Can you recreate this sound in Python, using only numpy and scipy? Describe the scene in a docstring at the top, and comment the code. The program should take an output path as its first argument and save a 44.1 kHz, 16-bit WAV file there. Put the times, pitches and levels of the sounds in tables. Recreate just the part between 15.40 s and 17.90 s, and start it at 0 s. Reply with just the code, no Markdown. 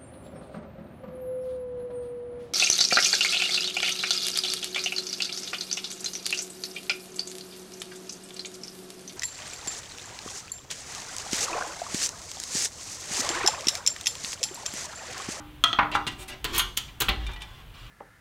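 """Two wooden chopsticks fish a bent paper clip out of a glass bowl, close up in a small room.
The sticks clack together, knock on the bottom and slide; the wire ticks, scrapes and rings against
the glass, then swings against the sticks. A contact is damped modes plus a short noise burst; sliding
drives both with rough noise. Handling sets off a low boom, and the room gives every touch a short tail."""
import sys
import numpy as np
from scipy import signal
from scipy.fft import rfft, irfft
from scipy.io import wavfile
from scipy.ndimage import uniform_filter1d

SR = 44100
rng = np.random.default_rng(int(sys.argv[2]) if len(sys.argv) > 2 else 0)


def inscribe(sig):
    """Save sig as 16-bit PCM at rate SR to the path in sys.argv[1].

    A 1-D sig is mono; a 2-D sig holds one channel per row.
    Samples are clipped to [-1, 1] before scaling.
    """
    pcm = np.round(np.clip(np.atleast_2d(sig).T, -1, 1) * 32767)
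    wavfile.write(sys.argv[1], SR, pcm.astype(np.int16))


N = 110250
RING_T = np.arange(SR) / SR

# Stick on stick. Each row: start in seconds, then level, bass and treble in dB.
STICK_CLACKS = [(0.2389, -5.5, -5.5, 5.5), (0.33, -17, 3, -10)]
# Tip on bowl. Each row: start in seconds, level, bass, presence and treble in dB, impulse share 0-1.
BOWL_KNOCKS = [(0.3884, -13, -1, 0.5, -4, 0.05), (0.429, -25, 4.5, -4.5, -27, 0.27),
               (0.5521, -14.5, -8.5, -15.5, -9, 0.55), (1.606, -38.5, 11, -8, -25, 0.06),
               (1.6844, -32.5, 12.5, 18.5, -2, 0), (1.892, -41, 7, -1, -8, 0.17)]
# Wire on glass, tip on wire. Each row: start in seconds, then level, bass, presence, treble, ring in dB.
WIRE_TICKS = [(0.6672, -25, 4.5, -0.5, -19, 0), (1.0437, -26.5, 9, 2.5, 0, -28),
              (1.052, -26, 5, 3.5, -38, -17), (1.148, -34, -1, 2, 2.5, 9.5), (1.162, -36, 2, -6, 8, -22),
              (1.1801, -21.5, -7.5, -6.5, 6.5, 13), (1.195, -19, -4, 4, -7.5, 2),
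              (1.3694, -38.5, 6, 11, 4, 1), (1.3737, -27, -3, 8, 7, -10.5), (1.609, -21, 1.5, -1, -26, -2),
              (1.619, -20.5, 2.5, 0, -3, -3), (1.688, -39.5, -4, -2, 11, -11)]
TIP_CATCHES = [(0.5157, -37, 0, -3, 4, -3), (0.679, -40.5, -18, 4.5, 1, -21),
               (1.6894, -22.5, 7.5, 3.5, -16, -1.5), (1.693, -27.5, 9.5, 10.5, -45, 1)]
# Wire over glass, tips over glass and wire.
# Each row: start, swell and hold in seconds, then level, bass, presence and treble in dB.
WIRE_SCRAPES = [(1.045, 0.044, 0.078, -35, 9.5, -6.5, -18.5), (1.121, 0.02, 0.062, -29.5, -3.5, 4, -10),
                (1.602, 0.00068, 0.0048, -23.5, 4, -0.5, 6.5)]
TIP_SLIDES = [(0.514, 0.001, 0.038, -34, 2.5, 2, -11), (0.545, 0.0017, 0.011, -29.5, 1.5, 2, 0),
              (0.667, 0.004, 0.0088, -34, -9, 7.5, 9), (0.715, 0.0031, .008, -60, 23, 18.5, 22),
              (0.775, 0.02, 0.041, -44, 5, 0.5, 13.5), (0.878, 0.0011, 0.022, -42.5, 8.5, 3.5, 14),
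              (0.90, 0.0018, 0.037, -43.5, 7, 3.5, -8), (1.47, 0.013, 0.011, -47.5, -4, 3.5, -28),
              (1.78, 0.021, 0.114, -50.5, -2, 4.5, -7), (2.0, 0.0068, 0.027, -44, -5, 1, -4),
              (2.03, .01, 0.181, -54, -7, 0, -5), (2.335, 0.0031, 0.14, -52, -36, 2, -3)]
# Lifted wire on the sticks. Each row: start in seconds, level and treble in dB, pitch ratio.
WIRE_SWINGS = [(1.8647, -37.5, 6.5, 1), (1.9146, -44.5, 6.5, 1), (1.933, -43.5, 9, 1),
               (1.9605, -41, -11, 0.82), (2.0182, -39.5, 11.5, 1)]
# Handling booms. Each row: start, swell and hold in seconds, level in dB.
HANDLING_BOOMS = [(1.032, 0.012, 0.23, -37.5), (1.61, .01, .03, -39.5), (1.675, 0.018, 0.012, -22.5),
                  (1.771, 0.0054, .11, -28), (1.918, 0.0098, 0.041, -35.5)]

# Modes of each body. Each row: frequency in Hz, level in dB, T60 in seconds.
STICK_RESONANCES = [(856, -25, .07), (1373, -18, .09), (1954, -19, .1), (2541, -22, .08), (3205, -7, .065),
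                    (3295, -13, .06), (3350, 1.5, .026), (4124, -17, .055), (4210, -18, .045),
                    (4307, -16, .04), (6385, -19, .025), (8700, -31, .024)]
TIP_RESONANCES = [(375, -17, .22), (590, -20, .2), (770, -14, .16), (1040, -17, .18), (1497, -18, .16),
                  (1981, -13, .2), (2379, -16, .13), (2800, -11, .12), (3470, -12, .13)]
BOWL_RESONANCES = [(300, -21, .6), (808, -17, .22), (855, -20, .28), (919, -20, .18), (1016, -20, .16),
                   (1148, -18, .22), (1215, -15, .18), (1303, -16, .28), (1365, -19, .2), (1416, -17, .18),
                   (1516, -15, .18), (1878, -16, .2), (2000, -18, .16), (2340, -21, .16)]
WIRE_RESONANCES = [(1183, -26, .22), (2293, -23, .17), (2579, -22, .25), (2790, -21, .15), (2896, -21, .2),
                   (3215, -17.5, .2), (3312, -21, .18), (3456, -19.5, .32), (4064, -21, .2),
                   (4161, -24, .2), (4662, -22, .22), (6385, -21, .15), (6493, -21.5, .17),
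                   (9006, -24, .14), (10677, -23, .11), (12462, -26, .15)]
HANGING_WIRE_RESONANCES = [(856, -14, .25), (2375, -2, .13), (3595, -3.5, .12), (4050, -15, .08)]
# Spectra of the dense vibration at a contact. Each row: frequency in Hz, level in dB.
STICK_SPECTRUM = [(100, -12.5), (330, 0.5), (460, -23), (700, 4.5), (1000, -6), (1320, 11.5), (1700, -10),
                  (3300, -3), (5000, -11.5), (8000, -20), (15000, -30)]
TIP_SPECTRUM = [(100, -1), (330, -10), (520, -13.5), (1000, 1.5), (1800, -4), (3200, 1), (4000, -4.5),
                (5200, -10.5), (8500, -12.5), (11000, -21), (15000, -29)]
BOWL_SPECTRUM = [(70, -10), (180, -4), (350, -13), (500, -16.5), (720, -6), (950, -2), (1400, 1.5),
                 (2200, -4), (3400, -12.5), (5000, -32), (8000, -48), (15000, -45)]
WIRE_SPECTRUM = [(100, -0.5), (250, -5), (380, -0.5), (560, -12.5), (1100, 1.5), (2000, -2.5), (3300, 2.5),
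                 (5300, -7.5), (6500, -2.5), (10000, -5), (15000, -4)]
# Room reverberation. Each row: frequency in Hz, level in dB, T60 in seconds.
ROOM_DECAY = [(100, -6.5, 0.56), (252, -2, 0.73), (550, -3.5, 0.51), (1280, -1.5, 0.29), (2850, -7, 0.29),
              (5800, -8.5, 0.44), (14000, -17, 0.23)]
# Spectra of room tone and handling rumble. Each row: frequency in Hz, level in dB.
ROOM_TONE_SPECTRUM = [(20, -12.5), (45, 2.5), (80, -9.5), (120, -3), (180, -18), (300, -21), (500, -25),
                      (1000, -24.5), (2000, -27.5), (3200, -25), (5000, -41), (9000, -42.5), (15500, -40.5)]
RUMBLE_SPECTRUM = [(25, -17), (80, -4), (200, -27), (600, -62), (2000, -80)]


def amp(db):
    """Decibels to gain."""
    return 10 ** (np.asarray(db) / 20)


def unit_rms(x):
    """Scale to RMS 1."""
    return x / np.sqrt(np.mean(x ** 2))


def log_interp(hz, points_hz, values):
    """Interpolate on a log-frequency axis."""
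    return np.interp(np.log(hz + 1e-3), np.log(points_hz), values)


def convolve(x, response):
    """Convolve, keeping the length of x."""
    return signal.fftconvolve(x, response)[:len(x)]


def min_phase(spectrum, size=4096):
    """Minimum-phase impulse response of a (Hz, dB) curve."""
    hz, db = np.array(spectrum).T
    gain = amp(log_interp(np.fft.rfftfreq(size, 1 / SR), hz, db))
    cepstrum = irfft(np.log(gain))
    cepstrum[1:size // 2] *= 2
    cepstrum[size // 2 + 1:] = 0
    return irfft(np.exp(rfft(cepstrum)))


def tone(x, bass_db, presence_db, treble_db):
    """Colour given by the place and hardness of a contact."""
    curve = [(350, bass_db), (1100, 0), (3000, presence_db), (4500, presence_db), (11000, treble_db)]
    return convolve(x, min_phase(curve))


def add(out, start_s, x):
    """Mix x into out at start_s."""
    i = int(start_s * SR)
    out[i:i + len(x)] += x[:N - i]


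def envelope(swell_s, hold_s, release_s):
    """Linear swell, hold, exponential release."""
    release = np.exp(-np.maximum(RING_T - swell_s - hold_s, 0) / release_s)
    return np.minimum(RING_T / swell_s, 1) * release


def fade(t60_s):
    """Free decay."""
    return np.exp(-np.log(1000) * RING_T / t60_s)


def ring(modes, scatter_db=2):
    """Damped modes of alternating sign; levels scatter with the place of contact."""
    offsets_db = scatter_db * rng.standard_normal(len(modes))
    return sum((-1) ** k * amp(db + offsets_db[k]) * fade(t60_s) * np.sin(2 * np.pi * hz * RING_T)
               for k, (hz, db, t60_s) in enumerate(modes))


def crack(spectrum, t60_s, impulse_share=0.11, damping_hz=5800):
    """An impulse, then dense vibration that dies quickly, treble first."""
    noise = rng.standard_normal(SR)
    low = signal.sosfiltfilt(signal.butter(2, damping_hz, fs=SR, output="sos"), noise)
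    burst = low * fade(t60_s) + (noise - low) * fade(0.55 * t60_s)
    energy = np.sum(burst ** 2)
    burst *= np.sqrt(1 - impulse_share)
    burst[0] += np.sqrt(impulse_share * energy)
    body = min_phase(spectrum)
    return convolve(burst, body / np.linalg.norm(body))


def rub(strokes, modes, spectrum, crack_t60_s, roughness_db=0.5):
    """Sliding: a dense run of tiny uneven slips excites the body."""
    out = np.zeros(N)
    for start_s, swell_s, hold_s, db, *tone_db in strokes:
        slips = unit_rms(rng.standard_normal(SR) * amp(roughness_db * rng.standard_normal(SR)))
        force = slips * envelope(swell_s, hold_s, release_s=0.0031)
        body = ring(modes) + crack(spectrum, crack_t60_s)
        slide = convolve(force, body / np.linalg.norm(body))
        add(out, start_s, amp(db) * tone(slide, *tone_db))
    return out


def room_tone(level_db=-46.5):
    """Quiet steady noise, strongest in the bass."""
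    return amp(level_db) * unit_rms(convolve(rng.standard_normal(N), min_phase(ROOM_TONE_SPECTRUM)))


def room_tail(x, onset_s=0.011):
    """Diffuse echoes in half-octave bands; the bass stays longest."""
    hz, db, t60_s = np.array(ROOM_DECAY).T
    noise_bins, bin_hz = rfft(rng.standard_normal(SR)), np.fft.rfftfreq(SR, 1 / SR)
    tail = np.zeros(SR)
    for low_hz in 50 * 2 ** (np.arange(17) / 2):
        centre_hz = low_hz * 2 ** 0.25
        decay = fade(log_interp(centre_hz, hz, t60_s))
        band = irfft(noise_bins * ((bin_hz >= low_hz) & (bin_hz < low_hz * np.sqrt(2))))
        tail += amp(log_interp(centre_hz, hz, db)) * band * decay / np.linalg.norm(decay)
    return convolve(x, tail * np.minimum(RING_T / onset_s, 1))


def handling_booms(boom_hz=47.3, wander_depth=0.11, rumble_db=-14.5):
    """A wavering low resonance with rumble as things are pushed about."""
    out = np.zeros(N)
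    for start_s, swell_s, hold_s, db in HANDLING_BOOMS:
        wander = unit_rms(uniform_filter1d(rng.standard_normal(SR), size=2200))
        pitch_hz = boom_hz * (1 + wander_depth * wander)
        rumble = unit_rms(convolve(rng.standard_normal(SR), min_phase(RUMBLE_SPECTRUM)))
        boom = np.sin(2 * np.pi * np.cumsum(pitch_hz) / SR) + amp(rumble_db) * rumble
        add(out, start_s, amp(db) * envelope(swell_s, hold_s, release_s=0.031) * boom)
    return out


def hanging_wire(crack_db=-1.5, swell_s=0.0017):
    """The lifted paper clip grazes the sticks and rings thinly; pitch shifts with the grip."""
    out = np.zeros(N)
    for start_s, db, treble_db, pitch_ratio in WIRE_SWINGS:
        modes = [(hz * pitch_ratio, mode_db, t60_s) for hz, mode_db, t60_s in HANGING_WIRE_RESONANCES]
        tick = ring(modes) + amp(crack_db) * crack(TIP_SPECTRUM, t60_s=0.084)
        tick *= np.minimum(RING_T / swell_s, 1)
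        add(out, start_s, amp(db) * tone(tick, bass_db=0, presence_db=3, treble_db=treble_db))
    return out


def stick_tips(crack_t60_s=0.075):
    """Wooden tips slide and catch on the wire; most catches ring briefly, one is a dry tick."""
    out = rub(TIP_SLIDES, TIP_RESONANCES, TIP_SPECTRUM, crack_t60_s)
    for start_s, db, *tone_db, ring_db in TIP_CATCHES:
        catch = amp(ring_db) * ring(TIP_RESONANCES) + crack(TIP_SPECTRUM, crack_t60_s)
        add(out, start_s, amp(db) * tone(catch, *tone_db))
    return out


def wire_on_glass(crack_db=2.5, crack_t60_s=0.078):
    """The paper clip scrapes and taps the glass; it rings less when pinched."""
    out = rub(WIRE_SCRAPES, WIRE_RESONANCES, WIRE_SPECTRUM, crack_t60_s)
    for start_s, db, *tone_db, ring_db in WIRE_TICKS:
        tap = amp(ring_db) * ring(WIRE_RESONANCES) + amp(crack_db) * crack(WIRE_SPECTRUM, crack_t60_s)
        add(out, start_s, amp(db) * tone(tap, *tone_db))
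    return out


def bowl_knocks(ring_db=-1, crack_db=4.5):
    """Wooden tips knock on the bottom of the bowl, which already rings faintly at the start."""
    out = np.zeros(N)
    ringing = amp(ring_db) * ring(BOWL_RESONANCES, scatter_db=0)
    add(out, 0, amp(-33.5) * tone(ringing, bass_db=14, presence_db=-9, treble_db=-1))
    for start_s, db, *tone_db, share in BOWL_KNOCKS:
        knock = ringing + amp(crack_db) * crack(BOWL_SPECTRUM, t60_s=0.06, impulse_share=share)
        add(out, start_s, amp(db) * tone(knock, *tone_db))
    return out


def stick_clacks(crack_db=-4.5):
    """The chopsticks strike each other: hard wood snaps and rings briefly."""
    out = np.zeros(N)
    ringing = ring(STICK_RESONANCES, scatter_db=0)
    for start_s, db, bass_db, treble_db in STICK_CLACKS:
        clack = ringing + amp(crack_db) * crack(STICK_SPECTRUM, t60_s=0.043, impulse_share=0.15)
        add(out, start_s, amp(db) * tone(clack, bass_db, 0, treble_db))
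    return out


def scene():
    """Mono mix: each group of contacts with its own echoes, over room tone and booms."""
    groups = (stick_clacks(), bowl_knocks(), wire_on_glass(), stick_tips() + hanging_wire())
    contacts = sum(x + room_tail(x) for x in groups)
    return (contacts + room_tone() + handling_booms())[None]


def record(dry):
    """Soft peak limiting, then a steep low-pass."""
    cutoff_hz = 15750
    return signal.sosfilt(signal.ellip(10, .2, 80, cutoff_hz, fs=SR, output="sos"), np.tanh(dry))


dry = scene()
out = record(dry)
inscribe(out)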